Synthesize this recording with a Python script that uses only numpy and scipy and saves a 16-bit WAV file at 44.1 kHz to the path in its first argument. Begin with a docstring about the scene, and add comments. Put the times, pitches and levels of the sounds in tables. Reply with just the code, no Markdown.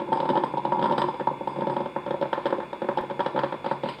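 """Gurgling drip coffee maker

Steam bubbles burst in the hot-water tube of a coffee maker, close by in a small, hard-walled room.
Each pop is a pressure impulse that excites the resonances of the plastic housing, reflects from the
wall behind and spits a little spray. Small bubbles simmer between the pops, steam sighs through the
outlet and water sizzles on hot metal. A faint hum lies beneath; a low bump and a few ticks come late."""
import sys
import numpy as np
from scipy import signal
from scipy.fft import rfft, irfft
from scipy.io import wavfile

SR = 44100
rng = np.random.default_rng(int(sys.argv[2]) if len(sys.argv) > 2 else 0)


def unload_audio(sound):
    """Save the sound as a 16-bit wav file, at the path given as the first command line argument."""
    columns = np.transpose(np.atleast_2d(sound))
    # keep every value between -1 and 1, then stretch to whole-number steps
    steps = np.round(np.clip(columns, -1, 1) * 32767)
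    wavfile.write(sys.argv[1], SR, steps.astype(np.int16))


N = 176400

# bursting bubbles against a typical pop: t/s, gulp/dB, ring/dB, snap/dB, spray/dB
POPS = [(0.0002, -6.5, 1.5, -3, 4), (0.018, -4.5, 1, -7.5, -1), (0.0853, -4.5, -21, -30.5, -11),
        (0.1197, 1, 14, -21.5, 0.5), (0.128, 0, 10.5, 6, 11.5), (0.159, -1, 0, -4, -1),
        (0.1721, -10, 11, -7, 8), (0.2015, 2, 8.5, 2, 13), (0.2284, 0.5, 9.5, -3, -7),
        (0.2546, -1, 10, -3, 2.5), (0.2897, -4.5, 10, 6.5, 14), (0.301, 7, -17, 5, 11.5),
        (0.3335, -15, 13, -10.5, -6), (0.3546, 0.5, 14.5, 2.5, 7.5), (0.364, -28.5, 13.5, 4.5, 1),
        (0.373, 6, 4, 6, 11), (0.4363, 1.5, 14.5, 5, 9), (0.5383, -1, 4, -5.5, -22),
        (0.5709, -12, 13, -13, 6.5), (0.578, -3.5, 12.5, -18, 5), (0.6508, -0.5, 13.5, -0.5, 9),
        (0.674, -4.5, -12.5, -19, -9), (0.721, 2.5, 15, 4.5, 2.5), (0.7568, -19, 10, -24, -6.5),
        (0.7926, -1, 7.5, 0, 7), (0.8141, -2, 3.5, -2, 2), (0.8247, 3, 3, 8, 13),
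        (0.8395, 0.5, 13, -3.5, 13.5), (0.857, 1, 14, 7, 10.5), (0.8969, -0.5, 2, 1.5, 5),
        (0.91, 0.5, 10, 0.5, 5), (0.922, 3.5, 6, 2, 14), (0.9365, -4, 8, -15, -5.5),
        (0.9801, 2, 11.5, 11.5, 18.5), (0.994, -7, 11.5, -7, -5.5), (1.017, 0, 14.5, 7, 18.5),
        (1.04, -0.5, -4.5, -3, -3), (1.0843, -3, 7.5, -1, 4.5), (1.1413, -6.5, 1, -7, 1),
        (1.1976, -7, 7, 2.5, 1.5), (1.207, 2, -30, 2, -1), (1.2721, 0.5, 17.5, 3.5, 6),
        (1.312, -2, -7, -26, -20.5), (1.4087, -2.5, 1.5, -27, -15), (1.4736, -2.5, 11.5, -3, 5),
        (1.5605, -8, 1.5, -11, -5), (1.5862, 1, 0, -25, 1), (1.608, -12, 7, -4, 5), (1.62, 2, 2, 0.5, -3),
        (1.6702, 4.5, 5, -1.5, 7.5), (1.698, 0, 5.5, 2.5, 6.5), (1.7364, -12, -4, -6, 1),
        (1.7653, 0.5, 10.5, 3, 7), (1.8042, 0.5, 7, -1.5, 5.5), (1.8585, -0.5, 2.5, -3, -1),
        (1.9626, 2, 8.5, 5, -11), (2.0625, -2, 1.5, -3, 4), (2.0782, -0.5, -12, -1, -13),
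        (2.1075, 5.5, 4, 4.5, 7), (2.141, 2.5, 3.5, -4, -10), (2.2124, 5, 2.5, -15.5, 10),
        (2.2255, 7, 5.5, 6.5, 7.5), (2.255, -3, -1.5, -0.5, -19), (2.3295, 4.5, 11, 13, 15),
        (2.377, 1.5, 4, 2.5, -3), (2.4562, 7, 4, 7, 13.5), (2.465, 4, 6, 8.5, 13), (2.504, -2.5, -6, 0, 4),
        (2.5258, 8, 8, 8.5, 2), (2.5831, 3, -8, -34, -1.5), (2.6017, -7, 0.5, 3, -3),
        (2.63, -8.5, -2, -6, -5), (2.73, -3, 3, 0, 6), (2.8188, 3.5, 1.5, 2.5, 3),
        (2.8438, 1.5, -5, -2, -1), (2.8876, 6.5, 8, 10, 5), (2.914, -10, -2, -10, -12),
        (2.973, -0.5, 13.5, -7, 13.5), (2.984, 3, -7, 9.5, 7.5), (3.008, -5, -7, -17, -5),
        (3.035, -3, -13, -6, -3), (3.099, -8.5, 2.5, -2, 1), (3.1093, 1, -10, -1.5, 3),
        (3.193, 3, -2, 10, 7.5), (3.2036, 0.5, 11, 6.5, 13.5), (3.2613, 5, 8, 8, 16),
        (3.3466, 1.5, -9, -24, -29), (3.3622, 2.5, 6.5, 6.5, 6.5), (3.3767, 3, 8, 6.5, 5),
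        (3.3906, 1.5, 9.5, 11.5, 13.5), (3.4338, 6, 9, 9, 10.5), (3.443, -4, -2, 3.5, 4),
        (3.524, -1.5, 5, 5, 5), (3.5409, -3, -4, -28, -2), (3.6439, -4, 3.5, 1.5, 5),
        (3.6613, 2.5, 6, 3.5, 11.5), (3.7129, 4, 11, 9, 5), (3.8353, 4, 3, -1, 10.5),
        (3.859, 0.5, 2.5, 0.5, -1), (3.887, -4.5, 3, 1.5, 15), (3.986, -16, -11, -16, 4.5)]
# centres of a pop's thump, boom, gulp, ring and snap bands: f/Hz
POP_BANDS = [160, 340, 550, 901, 1480]
# the two lowest bands relative to the gulp: t/s, thump/dB, boom/dB
LOW_BANDS = [(.3, 1.5, -1), (1.7, 0, 0.5), (2.25, -5.5, -5.5), (2.549, -9.5, -2), (3.7, -2, -4)]
# spectral envelope of a typical pop: f/Hz, level/dB
POP_SPECTRUM = [(40, -45), (100, -28.5), (135, -4), (170, -1.5), (300, 2), (432, -11.5), (500, -3),
                (660, -17), (1040, -12), (1190, -19), (1290, -9.5), (1800, -12.5), (2050, -23),
                (3200, -31.5), (6000, -68)]
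# cavity resonances of the housing: f/Hz, bandwidth/Hz, lift/dB
CAVITIES = [(363, 66, 13), (566.4, 80.5, 21), (876.4, 65, 23), (965, 12, 15)]
# round trips inside tube and lid: delay/s, reflection coefficient
ROUND_TRIPS = [(.00225, 0.7), (0.00025, 0.54)]
# long-ringing modes of machine and room: f/Hz, level/dB, T60/s
MODES = [(139.5, -8.5, 0.45), (203.2, -14.5, 0.17), (357.1, -17, 0.41), (563, -17, 0.16), (767, -13.5, 0.2),
         (849, -20.5, 0.44), (950, -14.5, 0.26), (1146, -15, 0.72), (1378, -14, 0.46), (1775, -10.5, 0.39)]
# spectrum that the machine radiates into the room: f/Hz, level/dB
RADIATED_SPECTRUM = [(40, -47.5), (100, -21), (140, -4.5), (370, 2.5), (440, -5), (560, 3), (680, -12),
                     (900, -2.5), (1020, 0.5), (1170, -12), (1800, -17), (2100, -28), (6000, -56.5)]
# reverberation time of the room: f/Hz, T60/s
ROOM_T60 = [(120, 0.21), (350, 0.3), (900, 0.31), (2000, 0.23), (5000, 0.57), (9000, 0.078)]
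# relative strength of the simmer: t/s, level/dB
SIMMER_LEVELS = [(0, -18.5), (.3, -12), (.5, -20.5), (.9, -8.5), (1.349, -26), (1.701, -7.5), (1.92, -29),
                 (2.4, -23), (2.75, -27), (3.4, -21.5), (3.6, -32)]
# spectrum of a small bubble: f/Hz, level/dB
SIMMER_SPECTRUM = [(350, -3.5), (600, -14.5), (930, 2.5), (1300, -9.5)]
# spectrum of the spray: f/Hz, level/dB
SPRAY_SPECTRUM = [(1200, -12), (2600, -8), (3150, 4.5), (3750, 0.5), (4350, -10.5), (5000, -11.5),
                  (5500, -19), (6200, -34), (8300, -27), (10500, -49), (15000, -56.5)]
# relative spectral density of the room noise: f/Hz, level/dB
FLOOR_SPECTRUM = [(20, -22), (38, -6.5), (85, -5), (140, 2), (500, 4.5), (1000, -12), (1500, -4.5),
                  (1900, -14), (2300, -3), (2900, -13), (3300, -30.5), (3480, -7.5), (3900, -23.5),
                  (4800, -24.5), (6200, -36.5), (6850, -28), (7600, -34), (8200, -29), (9500, -33),
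                  (11200, -40.5), (15700, -40.5)]
# tones of the hum: f/Hz, rms level/dB
HUM_TONES = [(2128, -60.5), (3419, -61.5)]
# sighs of steam: t/s, decay time/s, level/dB
SIGHS = [(0.126, 0.075, -56), (.29, 0.083, -63.5), (0.438, 0.022, -55), (.72, 0.022, -58),
         (0.831, 0.19, -61), (0.978, 0.032, -47.5), (1.474, 0.14, -64), (1.70, 0.08, -64),
         (2.459, 0.035, -59), (3.205, 0.11, -67), (3.711, 0.031, -60), (3.89, 0.026, -51.5)]
# resonances of the steam outlet: f/Hz, half-width/Hz, level/dB
OUTLET_RESONANCES = [(3300, 600, -12), (4700, 70, -1), (4930, 150, 5), (8150, 140, 0)]
# sizzles on hot metal: t/s, duration/s, level/dB
SIZZLES = [(2.291, 0.22, -59.5), (3.36, 0.16, -55.5), (3.628, 0.12, -51.5), (3.813, 0.16, -48)]
# spectrum of a sizzle: f/Hz, level/dB
SIZZLE_SPECTRUM = [(1000, -24), (2000, 7.5), (3900, 0), (4650, 0), (5600, -37), (9000, -20.5), (15000, -48)]
# dry ticks: t/s, level/dB
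TICKS = [(3.0135, -36), (3.197, -45), (3.8915, -46), (3.895, -42)]

WALL_DELAY_S, WALL_GAIN = 0.005393, 0.31
FREQS = np.fft.rfftfreq(4096, 1 / SR)  # f/Hz, the grid for short spectra


def amp(db):
    """Amplitude ratio of a level in decibels."""
    return 10 ** (np.asarray(db) / 20)


def unit_rms(x):
    """Normalisation to a mean square of 1."""
    return x / np.sqrt(np.mean(x ** 2) + 1e-20)


def unit_energy(x):
    """Normalisation to a sum of squares of 1."""
    return x / (np.linalg.norm(x) + 1e-12)


def curve_at(points, hz):
    """Interpolation on a logarithmic frequency axis."""
    f, value = np.transpose(points)
    return np.interp(np.log(hz + 1), np.log(f + 1), value)


def add(mix, s, sound):
    """Superposition of a sound on the mix, starting at s seconds."""
    part = mix[max(round(s * SR), 0):][:len(sound)]
    part += sound[:len(part)]


def minimum_phase(db):
    """The most compact causal impulse with a given spectrum, by folding the cepstrum."""
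    cepstrum = irfft(np.log(amp(db)))
    half = len(cepstrum) // 2
    cepstrum[1:half] *= 2
    cepstrum[half + 1:] = 0
    return irfft(np.exp(rfft(cepstrum)))


def convolve(x, response):
    """Linear filtering by an impulse response, cut to the input's length."""
    return signal.fftconvolve(x, response)[:len(x)]


def noise(spectrum):
    """Gaussian noise of rms 1, shaped by rows of f/Hz, level/dB."""
    gain = amp(curve_at(spectrum, np.fft.rfftfreq(N, 1 / SR)))
    return unit_rms(irfft(rfft(rng.standard_normal(N)) * gain, N))


def puff(rise_s, decay_s):
    """Envelope of exponential rise and decay."""
    t = np.arange(SR // 2) / SR
    return (1 - np.exp(-t / rise_s)) * np.exp(-t / decay_s)


def pops():
    """Impulsive excitation: each bursting bubble gives one pressure click with its own spectrum."""
    out = np.zeros(N)
    times, *low_curves = np.transpose(LOW_BANDS)
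    for s, gulp_db, ring_db, snap_db, _ in POPS:
        low_db = [gulp_db + np.interp(s, times, curve) for curve in low_curves]
        spectrum = list(zip(POP_BANDS, [*low_db, gulp_db, ring_db, snap_db]))
        add(out, s, minimum_phase(curve_at(spectrum, FREQS)))
    return out


def simmer(bubbles_per_s=260, spread_db=4):
    """A Poisson process: many small bubbles click at independent random moments."""
    onsets = rng.random(N) < bubbles_per_s / SR
    clicks = onsets * amp(spread_db * np.clip(rng.standard_normal(N), -2, 2))
    envelope = amp(-18.5 + np.interp(np.arange(N) / SR, *np.transpose(SIMMER_LEVELS)))
    return convolve(unit_rms(clicks) * envelope, minimum_phase(curve_at(SIMMER_SPECTRUM, FREQS)))


def tube_reflections(click):
    """All-pass dispersion: round trips in tube and lid spread a click in time but keep its colour."""
    spectrum, hz = rfft(click), np.fft.rfftfreq(len(click), 1 / SR)
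    for s, reflection in ROUND_TRIPS:
        delay = np.exp(-2j * np.pi * hz * s)
        spectrum = spectrum * (reflection + delay) / (1 + reflection * delay)
    return irfft(spectrum)


def slosh(x, rate_hz=9, pitch_depth=0.022):
    """Frequency modulation: moving water changes the cavities, so each pop glides a little in pitch."""
    bend = noise([(0, -60), (rate_hz / 2, 0), (rate_hz * 2, 0), (rate_hz * 6, -60), (rate_hz * 20, -160)])
    # leaky integration turns the pitch bend into a time shift
    lead_samples = signal.lfilter([pitch_depth], [1, -np.exp(-np.pi * rate_hz / SR)], bend)
    return np.interp(np.arange(N) + lead_samples, np.arange(N), x)


def housing(bubbles):
    """Resonance: cavities colour the clicks, the wall reflects them, and modes and room ring on."""
    power_lift = 1 + sum(amp(db) ** 2 / (1 + (2 * (FREQS - f) / width) ** 2) for f, width, db in CAVITIES)
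    direct = tube_reflections(minimum_phase(curve_at(POP_SPECTRUM, FREQS) + 10 * np.log10(power_lift)))
    response = direct.copy()
    add(response, WALL_DELAY_S, WALL_GAIN * direct)
    near = slosh(convolve(bubbles, unit_energy(response)))
    t = np.arange(SR // 2) / SR
    ring = sum(amp(db - 60 * t / t60) * np.cos(2 * np.pi * f * t) for f, db, t60 in MODES)
    radiated = convolve(bubbles, unit_energy(minimum_phase(curve_at(RADIATED_SPECTRUM, FREQS))))
    return near + amp(-42) * convolve(near, ring) + amp(-8) * reverberation(radiated)


def spray():
    """Incoherent addition: the noisy spit of each pop and its wall reflection sum in power."""
    power = np.zeros(N)
    for s, *_, spray_db in POPS:
        spit = amp(spray_db - 45.5) * puff(rise_s=0.001, decay_s=0.0044)
        add(power, s, spit ** 2)
        add(power, s + WALL_DELAY_S, (WALL_GAIN * spit) ** 2)
    return np.sqrt(power) * noise(SPRAY_SPECTRUM)


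def background(waver_hz=3.35):
    """Stationary room noise and a thin hum whose tones waver by random frequency modulation."""
    out = amp(-46) * noise(FLOOR_SPECTRUM)
    for hz, db in HUM_TONES:
        waver = noise([(0, 0), (15, 0), (80, -60), (300, -140)])
        phase = 2 * np.pi * np.cumsum(hz + waver_hz * waver) / SR
        out += amp(db) * np.sqrt(2) * np.sin(phase)
    return out


def reverberation(x, tails=3, delay_s=0.007):
    """A diffuse field: random reflections die away, each band at its own rate."""
    out = np.zeros(N)
    turn = 2 * np.pi * np.arange(N) / SR
    for k in range(tails):
        reflections = rng.standard_normal(SR // 2) * (rng.random(SR // 2) < 0.1)
        hz, t, bands = signal.stft(reflections, SR, nperseg=256)
        decay = amp(-60 * t / curve_at(ROOM_T60, hz)[:, None])
        _, tail = signal.istft(bands * decay, SR, nperseg=256)
        share = np.cos(turn + np.pi * k / tails) * np.sqrt(2 / tails)  # tails take turns at equal power
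        add(out, delay_s, convolve(x * share, unit_energy(tail)))
    return out


def steam_sighs():
    """Source and filter: the noise of each puff of steam is shaped by the outlet's resonances."""
    envelope = np.zeros(N)
    for s, decay_s, db in SIGHS:
        add(envelope, s, amp(db) * puff(0.00067, decay_s))
    outlet = sum(amp(db) / (1 + ((FREQS - f) / width) ** 2) for f, width, db in OUTLET_RESONANCES)
    return envelope * noise(np.c_[FREQS, 20 * np.log10(outlet)])


def sizzles():
    """Rapid boiling: water on hot metal gives short bursts of broadband noise."""
    envelope = np.zeros(N)
    for s, duration_s, db in SIZZLES:
        add(envelope, s, amp(db) * signal.windows.tukey(round(duration_s * SR)))
    return envelope * noise(SIZZLE_SPECTRUM)


def bump(start_s=3.008, hz=62):
    """A heavily damped oscillation, heard as one soft, low bump."""
    out, envelope = np.zeros(N), puff(rise_s=0.003, decay_s=0.005)
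    t = np.arange(len(envelope)) / SR
    add(out, start_s, amp(-33) * envelope * np.sin(2 * np.pi * hz * t))
    return out


def ticks():
    """Ideal impulses with flat spectra, heard as tiny dry snaps."""
    out = np.zeros(N)
    for s, db in TICKS:
        add(out, s, amp([db]))
    return out


def scene():
    """Superposition in one channel: bubbles in the housing, hiss in the room, and the quieter sounds."""
    hiss = spray() + steam_sighs() + sizzles()
    gurgle = housing(pops() + simmer())
    return (gurgle + hiss + amp(-12) * reverberation(hiss) + background() + bump() + ticks())[None]


def record(dry, cutoff_hz=15750):
    """Band limiting: a linear-phase low-pass filter removes the highest treble."""
    lowpass = signal.firwin(801, cutoff_hz, window=("kaiser", 9), fs=SR)
    return signal.oaconvolve(dry, lowpass[None], "same")


dry = scene()
out = record(dry)
unload_audio(out)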